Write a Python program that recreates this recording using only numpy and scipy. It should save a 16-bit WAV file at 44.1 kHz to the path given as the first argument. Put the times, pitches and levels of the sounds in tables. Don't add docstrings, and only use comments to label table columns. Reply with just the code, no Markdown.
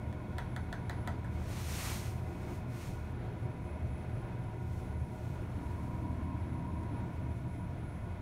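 import sys
import numpy as np
from scipy import signal
from scipy.fft import rfft, irfft, next_fast_len
from scipy.io import wavfile
from scipy.ndimage import uniform_filter1d

SR = 44100
rng = np.random.default_rng(int(sys.argv[2]) if len(sys.argv) > 2 else 0)


def elevation(decibels):
    levels = np.asarray(decibels, float)
    return 10 ** (levels / 20)


def unload_wav(signal):
    wavfile.write(
        sys.argv[1],
        SR,
        np.round(np.clip(np.atleast_2d(signal).T, -1, 1) * 32767).astype(np.int16),
    )


N = 362442

# pitch_hz, width_hz
AIR_MODES = [(81, 10.5), (118, 15.4)]
# peak_s, level_db, half_length_s
LURCHES = [(.11, -38, 0.052), (.34, -43.5, 0.047), (.56, -43, 0.16), (.9, -41.5, .07), (1.1, -39, .1),
           (1.36, -36.5, 0.053), (1.52, -42, 0.072), (1.7, -40, .1), (1.9, -40.5, 0.069),
           (2.2, -40.5, 0.18), (2.6, -45.5, 0.072), (3.02, -41.5, 0.069), (3.13, -41, 0.026),
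           (3.45, -42.5, 0.054), (3.63, -40.5, 0.032), (3.85, -37.5, 0.11), (4.12, -43, .08),
           (4.72, -38.5, 0.074), (4.99, -37, 0.077), (5.24, -43, 0.053), (5.6, -41.5, 0.23),
           (5.94, -44.5, .07), (6.16, -39.5, 0.14), (6.42, -38.5, 0.096), (6.75, -38, 0.079),
           (7.0, -43, 0.051), (7.17, -39.5, 0.035), (7.32, -38, 0.093), (7.62, -46, 0.14), (8.08, -43, 0.2)]
# peak_s, level_db, half_length_s
SHUDDERS = [(.11, -40, 0.075), (.5, -42.5, 0.14), (.89, -44, 0.15), (1.25, -44, 0.091), (1.56, -42.5, 0.2),
            (1.85, -46, 0.099), (2.17, -41.5, 0.12), (2.53, -45.5, 0.13), (2.73, -40.5, 0.054),
            (2.92, -41, 0.055), (3.25, -41.5, 0.086), (3.46, -37, 0.033), (3.65, -46, .06),
            (3.87, -40.5, .05), (4.14, -37.5, 0.087), (4.39, -38.5, 0.043), (4.6, -41, 0.19),
            (5.04, -42, 0.13), (5.29, -38.5, 0.048), (5.45, -43.5, .1), (5.85, -43, 0.25),
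            (6.07, -43.5, 0.055), (6.33, -44, .07), (6.59, -40.5, 0.083), (6.95, -40.5, 0.13),
            (7.27, -40.5, 0.069), (7.44, -38, 0.051), (7.65, -43, 0.13), (7.85, -42.5, 0.087),
            (8.05, -49, 0.05)]
# pitch_hz, width_hz, level_db
LARGE_PANELS = [(175.8, 18.8, 0), (215.9, 12.3, -5.5)]
# pitch_hz, width_hz, level_db
SMALL_PANELS = [(253.9, 10, 0), (289.9, 11.2, -2.5), (319, 7.9, -6)]
# time_s, level_db
GUIDE_LOAD = [(0, -54.5), (1.2, -53.5), (1.75, -58.5), (2.5, -54), (3.2, -58.5), (3.5, -53.5), (4.1, -57),
              (4.7, -56), (5.25, -55), (5.6, -52.5), (6.04, -46), (6.36, -48), (6.85, -48), (7.15, -50),
              (7.75, -53.5), (8.22, -59)]


def car_body():
    lower_air = even_swells(LURCHES, -56.5) * evened(resonate(*AIR_MODES[0]), 0.081)
    upper_air = even_swells(SHUDDERS, -52.5) * evened(resonate(*AIR_MODES[1]), 0.068)

    load_db, = in_time(GUIDE_LOAD)
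    sag_s, sag_half_s = 3.95, 1.16
    sag = np.exp(-0.5 * ((np.arange(N) / SR - sag_s) / sag_half_s) ** 2)
    large_db = -48.5 + 0.37 * (load_db - load_db.mean()) - 1 * sag
    large = elevation(large_db) * evened(mode_cluster(LARGE_PANELS), 0.27)
    small = elevation(load_db) * evened(mode_cluster(SMALL_PANELS), 0.25)
    return lower_air + upper_air + large + small


# pitch_hz, width_hz, level_db
RAIL_STRANDS = [(952, 20, 3), (974, 20, 1.5), (1017, 27, -5.5), (1054.6, 28, -1)]


def guides():
    load_db, = in_time(GUIDE_LOAD)
    hum_db = -58.5 + 0.83 * (load_db - load_db.mean())
    return elevation(hum_db) * mode_cluster(RAIL_STRANDS)


# start_s, peak_db, brightness_db, plate_ring_db
RAPS = [
    (0.127, -46, -21, 3),
    (0.326, -52, -26, -3),
    (0.383, -31, -23, 1.5),
    (0.5631, -35, -20, 5),
    (0.7273, -32, -21.5, 1.5),
    (0.896, -31, -20.5, -0.5),
    (1.0745, -31.5, -20, 2),
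    (1.2455, -38.5, -26, -11),
    (6.833, -70, 1, 14),
]
# pitch_hz, level_db, fade_by_60db_s
PLATE = [(504, -8, 0.013), (684, 0, 0.013), (854, -1.5, 0.017), (970, -2.5, 0.028), (1140, -12, 0.013),
         (1324, -4.5, 0.022), (1590, -1, 0.01), (1930, -4.5, 0.02), (3460, -5.5, 0.0068),
         (3970, -14.5, 0.025), (4340, -15.5, 0.017), (6300, -22, 0.0089), (7000, -10.5, 0.0072),
         (8340, -8.5, 0.0091)]


def button():
    start_s, peak_db, bright_db, ring_db = np.transpose(RAPS)
    at = np.round(start_s * SR).astype(int)
    luck_db = 2.2 * rng.standard_normal((len(at), len(PLATE)))
    plate = np.zeros(N)
    for k, (hz, level_db, t60_s) in enumerate(PLATE):
        strike_db = peak_db + level_db - 3.0 + luck_db[:, k]
        if hz > 4800:
            strike_db = strike_db + bright_db + 20.5
        elif 3000 < hz < 4800:
            strike_db = strike_db + ring_db
        clicks = np.zeros(N)
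        clicks[at] = (-1) ** k * elevation(strike_db)
        plate += ring(clicks, hz, t60_s)

    crack_db, crack_t60_s = -8, 0.015
    clicks = np.zeros(N)
    clicks[at] = elevation(peak_db + bright_db + 18.0 + crack_db)
    fade = signal.lfilter([1], [1, -elevation(-60 / (crack_t60_s * SR))], clicks)
    crack_band = signal.butter(1, [2500, 9000], "band", fs=SR, output="sos")
    return plate + signal.sosfilt(crack_band, fade * rng.standard_normal(N))


# pitch_hz, fade_by_60db_s, level_db
CAR_ECHO = [(720, 0.23, -23.5), (1430, 0.18, -24.5), (2600, 0.095, -35), (4350, 0.32, -35),
            (6800, 0.15, -39), (11000, 0.053, -38)]


def car_echo(x):
    scattered = x * (1 + 0.5 * rng.standard_normal(N))
    t = np.arange(SR // 3) / SR
    response = np.zeros(len(t))
    for hz, t60_s, level_db in CAR_ECHO:
        edges_hz = [hz / 1.22, min(hz * 1.32, 0.45 * SR)]
        band = signal.butter(1, edges_hz, "band", fs=SR, output="sos")
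        noise = signal.sosfilt(band, rng.standard_normal(len(t)))
        response += elevation(level_db - 60 * t / t60_s) * noise
    build_up = 1 - np.exp(-t / 0.00085)
    return signal.fftconvolve(scattered, response * build_up)[:N]


# peak_s, level_db, rise_s, fall_s, dullness_db
STROKES = [(1.44, -77.5, 0.087, .1, 6.5), (1.57, -64, 0.07, 0.094, 2), (1.82, -55, .12, 0.16, -1),
           (2.3, -80.5, .1, .1, 1), (2.52, -74.5, .12, 0.065, 1), (2.82, -69.5, 0.073, 0.085, 3.5),
           (2.98, -79.5, .06, 0.083, 1.5), (4.75, -78.5, .08, 0.11, 0), (5.27, -81.5, 0.21, .12, 1),
           (5.8, -82.5, 0.37, 0.2, -17), (6.85, -94, 0.044, .05, -12), (7.1, -85, 0.051, .07, -8),
           (7.45, -89, .15, 0.26, -5)]
# pitch_hz, level_db (per Hz)
CLOTH_COLOUR = [(410, -33), (700, 0), (788, -9), (946, -1.5), (1660, -6.5), (2000, -3), (2370, -4.5),
                (3410, -8.5), (4100, -7.5), (8880, -7.5), (10400, -13), (12600, -11.5), (16000, -19)]


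def sleeve():
    peak_s, level_db, rise_s, fall_s, dull_db = np.transpose(STROKES)
    rest_db, rest_dull_db = -86, 4.5
    bright = heaped(swells(peak_s, level_db, rise_s, fall_s), rest_db)
    dull = heaped(swells(peak_s, level_db + dull_db, rise_s, fall_s), rest_db + rest_dull_db)

    cloth = coloured(CLOTH_COLOUR)
    low = signal.sosfiltfilt(signal.butter(1, 3520, fs=SR, output="sos"), cloth)
    top = signal.sosfiltfilt(signal.butter(1, 10000, "high", fs=SR, output="sos"), cloth)
    top_loss = 0.36 * np.exp(-np.log(bright / elevation(-63)) ** 2)
    rustle = bright * (cloth - low - top_loss * top) + dull * low
    return elevation(13.5 + 0.73 * drift(11)) * rustle


# pitch_hz, level_db (per Hz)
FAN_COLOUR = [(13, -67), (22, -8.5), (64, -1), (128, -1.5), (152, -9), (347, -12.5), (510, -16.5),
              (554, -18.5), (730, -17.5), (1130, -24.5), (1410, -24), (4500, -44.5), (9480, -65),
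              (10300, -71), (16000, -58)]
# pitch_hz, width_hz, level_db, change_near_panel_db
DUCT = [(29.7, 39, -56, 0), (55.3, 24, -55.5, 2), (351.5, 13.7, -57, -3.5), (410.3, 29, -62.5, -6.5),
        (501, 69, -65, -3.5), (618.8, 30.5, -60, -1.5), (688, 25, -67.5, 5), (747.5, 23, -62, -5.5),
        (882, 44, -68, -1), (1448.5, 31, -67, -2.5), (1763, 40, -77.5, 2), (2033, 28, -72, -2),
        (2212, 123, -68.5, 0.5), (2514, 67, -72.5, -2), (3420, 450, -78, -4)]
# time_s, share (0-1)
LEAN = [(0, 0.2), (5.25, 0.0), (5.6, 1.0), (7.8, 1.0), (8.22, 0.7)]


def fan():
    lean, = in_time(LEAN)
    out = elevation(-46 + 1.4 * drift(2.64)) * coloured(FAN_COLOUR)
    for hz, width_hz, level_db, near_db in DUCT:
        gain = elevation(level_db + near_db * lean + 1.5 * drift(1.0))
        out += gain * evened(resonate(hz, width_hz), 0.36)
    return out


# peak_s, level_db, half_length_s
CRESTS = [(.56, -75, .08), (.84, -75, .04), (1.0, -73, .06), (1.4, -82, .05), (1.8, -90, 0.17),
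          (2.1, -77, .15), (2.84, -80, .1), (3.15, -80, .1), (3.43, -77, .07), (3.7, -75, 0.086),
          (3.98, -72.5, 0.071), (4.2, -75, 0.082), (4.47, -75, 0.067), (4.85, -76, .07), (5.0, -75, .12),
          (5.6, -77, 0.16), (5.82, -79, .06), (6.15, -78, 0.14), (6.52, -75.5, .1), (6.75, -74, 0.072),
          (6.96, -72, 0.042), (7.43, -77, 0.19), (7.6, -75.5, 0.063), (7.93, -71.5, 0.098)]
# time_s, spread_hz
SPREAD = [(0, 15), (1.5, 25), (3.5, 55), (5.5, 60), (7, 35), (8.22, 22)]


def inverter():
    spread_hz, = in_time(SPREAD)
    phase = 2 * np.pi * np.cumsum(10046 + 2 * drift(5.7)) / SR
    wobble = 2 * np.pi * np.cumsum(spread_hz * drift(90)) / SR
    whine = even_swells(CRESTS, -89) * np.sin(phase)
    skirt = elevation(-82.5) * np.sin(phase + wobble)
    return np.sqrt(2) * (whine + skirt)


def rms_one(x):
    return x / np.sqrt(np.mean(x ** 2) + 1e-20)


def in_time(rows):
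    time_s, *columns = np.transpose(rows)
    return [np.interp(np.arange(N) / SR, time_s, column) for column in columns]


def drift(rate):
    r = np.exp(-80 * np.pi * rate / SR)
    slow = signal.lfilter([1], [1, -2 * r, r * r], rng.standard_normal(N // 40 + 2002))[2000:]
    return np.interp(np.arange(N) / 40, np.arange(len(slow)), rms_one(slow))


def coloured(points):
    size = next_fast_len(N)
    hz, level_db = np.transpose(points)
    bins_hz = np.maximum(np.arange(size // 2 + 1) * SR / size, 1)
    gain = elevation(np.interp(np.log(bins_hz), np.log(hz), level_db))
    return rms_one(irfft(rfft(rng.standard_normal(size)) * gain, size)[:N])


def resonate(hz, width_hz):
    r = np.exp(-np.pi * 1.5 * width_hz / SR)
    stage = [1, 0, -1, 1, -2 * r * np.cos(2 * np.pi * hz / SR), r * r]
    noise = rng.standard_normal(N + SR // 4)
    return rms_one(signal.sosfilt([stage, stage], noise)[-N:])


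def mode_cluster(modes):
    return rms_one(sum(elevation(db + 2.05 * drift(2.06)) * resonate(hz, width_hz) for hz, width_hz, db in modes))


def evened(x, seconds):
    return rms_one(x / np.sqrt(uniform_filter1d(x ** 2, int(seconds * SR)) + 0.031))


def ring(clicks, hz, t60_s):
    r = elevation(-60 / (t60_s * SR))
    w = 2 * np.pi * hz / SR
    return signal.lfilter([0, np.sin(w)], [1, -2 * r * np.cos(w), r * r], clicks + 1e-18)


def swells(peak_s, level_db, rise_s, fall_s):
    t = np.arange(0, N + 64, 64) / SR - np.asarray(peak_s)[:, None]
    half_s = np.where(t < 0, rise_s[:, None], fall_s[:, None])
    return elevation(level_db)[:, None] * np.exp(-0.5 * (t / half_s) ** 2)


def heaped(gains, rest_db):
    total = np.sqrt(np.sum(gains ** 2, axis=0) + elevation(rest_db) ** 2)
    return np.interp(np.arange(N) / 64, np.arange(len(total)), total)


def even_swells(rows, rest_db):
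    peak_s, level_db, half_s = np.transpose(rows)
    return heaped(swells(peak_s, level_db, half_s, half_s), rest_db)


def scene():
    raps = button()
    mix = car_body() + guides() + raps + car_echo(raps) + sleeve() + fan() + inverter()
    return mix[None]


def roll_off(x):
    return signal.sosfilt(signal.butter(12, 16470, fs=SR, output="sos"), x)


# pitch_hz, width_hz, depth (0-1)
MIC_DIPS = [(4820, 340, 0.4), (7760, 1700, 0.35), (10600, 120, 0)]


def record(dry):
    for hz, width_hz, depth in MIC_DIPS:
        r = np.exp(-np.pi * width_hz / SR)
        poles = [1, -2 * r * np.cos(2 * np.pi * hz / SR), r * r]
        peak = signal.lfilter([(1 - r * r) / 2, 0, (r * r - 1) / 2], poles, dry)
        dry = dry - np.clip(depth, 0, 1) * peak
    top_cut = signal.ellip(12, 0.5, 60, 15740, fs=SR, output="sos")
    mix = signal.sosfilt(top_cut, dry)
    return roll_off(mix)


dry = scene()
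out = record(dry)
unload_wav(out)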